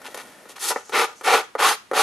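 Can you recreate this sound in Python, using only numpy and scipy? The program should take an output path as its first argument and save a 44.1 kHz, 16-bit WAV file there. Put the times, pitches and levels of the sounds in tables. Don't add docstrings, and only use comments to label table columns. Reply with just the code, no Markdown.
import sys
import numpy as np
from scipy import signal
from scipy.fft import rfft, irfft, next_fast_len
from scipy.io import wavfile

SR = 44100
rng = np.random.default_rng(int(sys.argv[2]) if len(sys.argv) > 2 else 0)


def dump_mix(stems):
    frames = np.atleast_2d(stems).T
    limited = np.clip(frames, -1, 1)
    pcm = np.round(limited * 32767).astype(np.int16)
    wavfile.write(sys.argv[1], SR, pcm)


N = 89126
TIME = np.arange(N) / SR
SIZE = next_fast_len(2 * N)
FREQS = np.maximum(np.arange(SIZE // 2 + 1) * SR / SIZE, 1)

TOUCH_ARCH = 1.207
BLADE_HZ = 6500
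LEFT_RIGHT = np.array([[1], [-1]])

# frequency in Hz, relative level in dB per Hz.
RASP_TONE = [(60, -6), (130, -32), (190, -10), (260, -20), (420, -6), (670, -12), (800, 3), (1250, 1),
             (1900, -2.5), (2450, -3), (2950, -6), (3500, -6.5), (5000, -13.5), (9000, -37)]


def from_db(db):
    return 10 ** (np.asarray(db) / 20)


def rms_one(x):
    return x / np.sqrt(np.mean(np.abs(x) ** 2) + 1e-20)


def colour(points):
    hz, db = np.transpose(points)
    level_db = np.interp(np.log(FREQS), np.log(hz), db)
    cepstrum = irfft(np.log(from_db(level_db)), SIZE)
    cepstrum[1:SIZE // 2] *= 2
    cepstrum[SIZE // 2 + 1:] = 0
    return np.exp(rfft(cepstrum))


def through(x, response):
    return irfft(rfft(x, SIZE) * response, SIZE)[..., :N]


def butter(x, order, hz, kind="low"):
    return signal.sosfilt(signal.butter(order, hz, kind, fs=SR, output="sos"), x)


def resonance(hz, width_hz):
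    return 1 / (1 + 1j * (FREQS ** 2 - hz ** 2) / (FREQS * width_hz))


def drift(hz):
    return rms_one(butter(rng.standard_normal(N), 2, hz))


def swell(start, crest, end, steepness):
    ramp = np.interp(TIME, [start, crest, end], [0, 1, 0])
    return np.sin(np.pi / 2 * ramp) ** steepness


def catches(per_s=5000):
    spread_db = 1.5
    judder_hz, judder_db = 73, 0.99
    sizes = from_db(spread_db * np.minimum(rng.exponential(1, (2, N)), 4))
    signs = rng.choice([-1, 1], (2, N))
    happens = rng.random((2, N)) < per_s / SR
    grip = from_db(judder_db * drift(judder_hz))
    return rms_one(sizes * signs * happens * grip)


def sheet(pitch):
    # frequency in Hz at pitch 1, width in Hz, relative level in dB.
    sheet_modes = [(360, 23, -34), (452, 22, -5), (480, 55, 4.5), (605, 72, 2), (774, 38, 5.5),
                   (855, 69, 7), (966.5, 31, 5.5), (1135, 72, 3.5), (1201, 30, 4), (1352, 32, 7),
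                   (1474, 23, 0.5), (1683, 37, -7), (1920, 87, -3.5), (2172, 43, -1.5), (2230, 21, -19),
                   (2463, 51, -7.5)]
    return rms_one(sum(from_db(db) * resonance(hz * pitch, width) for hz, width, db in sheet_modes))


def fibre_hiss():
    # frequency in Hz, relative level in dB per Hz.
    hiss_tone = [(400, -25), (1500, -27), (3000, 1.5), (4200, 2), (5500, -2.5), (6700, -2.5), (7600, -5),
                 (10500, 0.5), (12000, -2.5), (13200, -6), (14500, -33)]
    blade_db, blade_width_hz = 2.5, 180
    blade_note = from_db(blade_db) * resonance(BLADE_HZ, blade_width_hz)
    return rms_one(colour(hiss_tone) * (1 + blade_note))


def sliding():
    # start, crest and end in seconds, level in dB.
    turn = (-0.02, 0.02, 0.7, -46)
    # frequency in Hz, relative level in dB per Hz.
    rustle_tone = [(100, 1.5), (260, 7.5), (400, -3.5), (620, 4.5), (1200, -7.5), (1950, -1.5), (2500, -14),
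                   (6000, -22), (11000, -17.5), (14000, -15)]
    # start, crest and end in seconds, blade level in dB, sheet level in dB.
    returns = [(0.7, 0.75, 0.84, -48.5, -38.5), (0.825, 0.885, 0.96, -50.5, -56),
               (1.063, 1.073, 1.16, -57, -42), (1.15, 1.166, 1.24, -54.5, -60.5),
               (1.393, 1.428, 1.471, -55.5, -41), (1.75, 1.76, 1.67, -48, -41)]
    sing_width_hz = 1500
    turning = from_db(turn[3]) * swell(*turn[:3], 0.74)
    steel = sum(from_db(db) * swell(start, crest, end, 0.73) for start, crest, end, db, _ in returns)
    paper = sum(from_db(db) * swell(start, crest, end, 1) for start, crest, end, _, db in returns)
    rustle = through(turning * catches(), rms_one(colour(rustle_tone)))
    singing = through(steel * catches(), rms_one(resonance(BLADE_HZ, sing_width_hz)))
    murmur = through(paper * catches(), sheet(1))
    return rustle + singing + murmur


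def brushing():
    # start, crest and end in seconds, rasp level in dB, hiss level in dB, catches per second.
    brushes = [(0, .11, 0.57, -52, -53, 1770), (0.03, 0.067, 0.087, -39, -47, 920),
               (0.15, 0.206, 0.23, -37.5, -46.5, 740), (0.484, 0.496, 0.55, -48, -46, 2550),
               (0.556, 0.561, 0.606, -41, -50, 1830), (0.586, 0.655, 0.748, -33.5, -27.5, 8000),
               (0.685, 0.687, 0.72, -31.5, -21, 2000), (1.229, 1.263, 1.275, -32, -33.5, 5100)]
    # frequency in Hz, relative level in dB per Hz.
    skim_tone = [(150, -26), (380, 0.5), (650, -17), (1500, -16), (3500, -1), (5500, -1), (6800, 0.5),
                 (7600, -1.5), (10500, 0.5), (12000, -2.5), (13300, -3), (14500, -18)]
    rasp = hiss = 0
    for start, crest, end, rasp_db, hiss_db, per_s in brushes:
        clicks = swell(start, crest, end, TOUCH_ARCH) * catches(per_s)
        rasp = rasp + from_db(rasp_db) * clicks
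        hiss = hiss + from_db(hiss_db) * clicks
    rasp = rasp * rng.choice([-1, 1], N)
    return through(rasp, rms_one(colour(RASP_TONE))) + through(hiss, rms_one(colour(skim_tone)))


def knocks(hiss_colour):
    # time in seconds, relative level in dB, softness as a cut-off in Hz, relative tick level in dB.
    knock_list = [(.017, -19, 2510, -19.5), (.084, -8, 590, -47), (0.145, -5, 1800, -6),
                  (.175, -11, 2500, -8), (.320, -29, 1980, -27), (0.456, -18, 1490, -26),
                  (0.495, -16.5, 818, -16), (0.565, -22.5, 3000, -14.5), (.760, 5.5, 1940, -19),
                  (.895, -12, 2210, -12), (1.211, -10, 2600, -16), (1.552, 3.5, 1360, -18),
                  (1.914, 8.5, 1060, -14.5), (1.934, 3, 1940, -11)]
    # frequency in Hz, relative level in dB per Hz.
    thud_tone = [(50, -9), (130, -11), (230, -5.5), (330, 0.5), (460, 9.5), (680, -1.5), (850, 3.5),
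                 (1400, 1), (2400, -1), (3200, -28), (12000, -43)]
    modes_db, thud_db, all_ticks_db = -11.5, -7.5, -10.5
    flutter_db, flutter_t60_s = -20, 0.067
    soft, ticks = np.zeros((2, N)), np.zeros((2, N))
    for s, db, soft_hz, tick_db in knock_list:
        age = TIME - s
        fade = from_db(flutter_db - 60 * np.abs(age) / flutter_t60_s) * (age > 0)
        blow = fade * rng.standard_normal((2, N))
        blow[0, int(s * SR)] += 1
        soft += from_db(db) * butter(blow, 2, soft_hz)
        ticks += from_db(tick_db) * blow
    body = from_db(modes_db) * sheet(0.88) + from_db(thud_db) * rms_one(colour(thud_tone))
    return through(soft, body) + through(ticks, from_db(all_ticks_db) * hiss_colour)


def snags():
    # start, crest and end in seconds, level in dB, stressed mode in Hz.
    snag_list = [(0.704, 0.705, 0.7373, -19, 875), (1.266, 1.276, 1.304, -15, 770),
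                 (1.316, 1.338, 1.362, -14.5, 817), (1.585, 1.603, 1.618, -17, 890),
                 (1.646, 1.648, 1.669, -17, 1100)]
    mode_width_hz, mode_db = 43, 1.5
    pull, all_modes = catches(), sheet(1)
    shudder = 0
    for start, crest, end, db, hz in snag_list:
        force = from_db(db) * swell(start, crest, end, TOUCH_ARCH)
        one_mode = from_db(mode_db) * rms_one(resonance(hz, mode_width_hz))
        shudder = shudder + through(force * pull, rms_one(all_modes + one_mode))
    return shudder


def scraping(hiss_colour):
    # start, crest and end in seconds, levels of sheet, rasp and hiss in dB,
    # pitch of the bent sheet as a ratio, bite frequency in Hz, bite level in dB.
    strokes = [(0.916, 0.976, 1.0784, -19, -22.5, -30.5, 1.0, 2280, -27),
               (1.232, 1.319, 1.43, -17.5, -23.5, -32, .99, 2240, -25.5),
               (1.575, 1.653, 1.7656, -24, -20, -23.5, 0.97, 1160, -21.5),
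               (1.928, 2.002, 2.13, -18.5, -22.5, -24, 0.99, 3650, -34.5)]
    bite_lead_s, bite_arch = 0.014, 1.67
    bite_width_hz = 630
    hiss_delay_s, hiss_lag_s, hiss_arch = 0.0025, 0.022, 1.4
    pull, grip, edge, fibres = catches(), catches(), catches(), catches()
    body = rasp = hiss = 0
    for start, crest, end, sheet_db, rasp_db, hiss_db, pitch, bite_hz, bite_db in strokes:
        force = swell(start, crest, end, TOUCH_ARCH)
        bite = from_db(bite_db) * swell(start, crest - bite_lead_s, end, bite_arch)
        speed = swell(start + hiss_delay_s, crest + hiss_lag_s, end, hiss_arch)
        body = body + through(from_db(sheet_db) * force * pull, sheet(pitch))
        body = body + through(bite * grip, rms_one(resonance(bite_hz, bite_width_hz) ** 2))
        rasp = rasp + from_db(rasp_db) * force
        hiss = hiss + from_db(hiss_db) * speed
    return body + through(rasp * edge, rms_one(colour(RASP_TONE))) + through(hiss * fibres, hiss_colour)


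def desk(x):
    # time in seconds, echo delay in milliseconds.
    desk_delay = [(.65, 2.16), (.99, 2.32), (1.32, 2.26), (1.66, 2.47), (1.98, 2.44)]
    echo_db, dull_hz = -16, 6900
    near_db, near_t60_s = -7, 0.025
    near_low_hz = 1390
    late = TIME - np.interp(TIME, *np.transpose(desk_delay)) / 1000
    delayed = np.array([np.interp(late, TIME, channel) for channel in x])
    echo = through(delayed, 1 / (1 + 1j * FREQS / dull_hz))
    scatter = rng.standard_normal(N) * from_db(-60 * TIME / near_t60_s) * (TIME > .001)
    scatter = rfft(scatter / np.linalg.norm(scatter), SIZE)
    scatter = scatter / (1 + near_low_hz / (1j * FREQS))
    return x + from_db(echo_db) * echo + from_db(near_db) * through(x, scatter)


def place(mid, side):
    # frequency in Hz, side against mid in dB.
    side_width = [(100, -15), (500, -20.5), (1400, -17.5), (2800, -12), (5000, -10), (12000, -8)]
    # time in seconds, dB up on the left and down on the right.
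    pan = [(.6, 0.58), (2.0, 0)]
    ears = mid + through(side, colour(side_width)) * LEFT_RIGHT
    return ears * from_db(np.interp(TIME, *np.transpose(pan)) * LEFT_RIGHT)


def room(x):
    # frequency in Hz, echo level in dB.
    echo_tone = [(150, -34.5), (450, -22), (800, -21.5), (1400, -14), (3000, -13.5), (6500, -10.5),
                 (8500, -18), (13000, -13)]
    gap_s, split_hz = 0.0078, 3000
    t60_s, treble_t60_s = 0.32, 0.26
    white = rng.standard_normal((2, N)) * (TIME > gap_s)
    low = butter(white, 1, split_hz)
    tail = low * from_db(-60 * TIME / t60_s) + (white - low) * from_db(-60 * TIME / treble_t60_s)
    tail /= np.sqrt(np.sum(tail ** 2, axis=1, keepdims=True))
    return through(x, rfft(tail, SIZE) * colour(echo_tone))


def quiet_air():
    # frequency in Hz, relative level in dB per Hz.
    air_tone = [(20, -12), (45, -14), (75, -3.5), (110, -4), (220, 1), (600, 0), (1500, -1.5), (4000, -7.5),
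                (12000, -15), (15000, -41)]
    level_db = -54.5
    shared, apart = rng.standard_normal(N), rng.standard_normal((2, N))
    return from_db(level_db) * rms_one(through(shared + apart, colour(air_tone)))


def scene():
    hiss_colour = fibre_hiss()
    paper = sliding() + brushing() + knocks(hiss_colour) + snags() + scraping(hiss_colour)
    paper = butter(paper, 3, 240, "high")
    mid, side = desk(paper)
    return place(mid, side) + room(mid) + quiet_air()


def record(dry):
    roll_off_hz, cutoff_hz = 12430, 14336
    soft = butter(dry, 8, roll_off_hz)
    return butter(soft, 16, cutoff_hz)


dry = scene()
out = record(dry)
dump_mix(out)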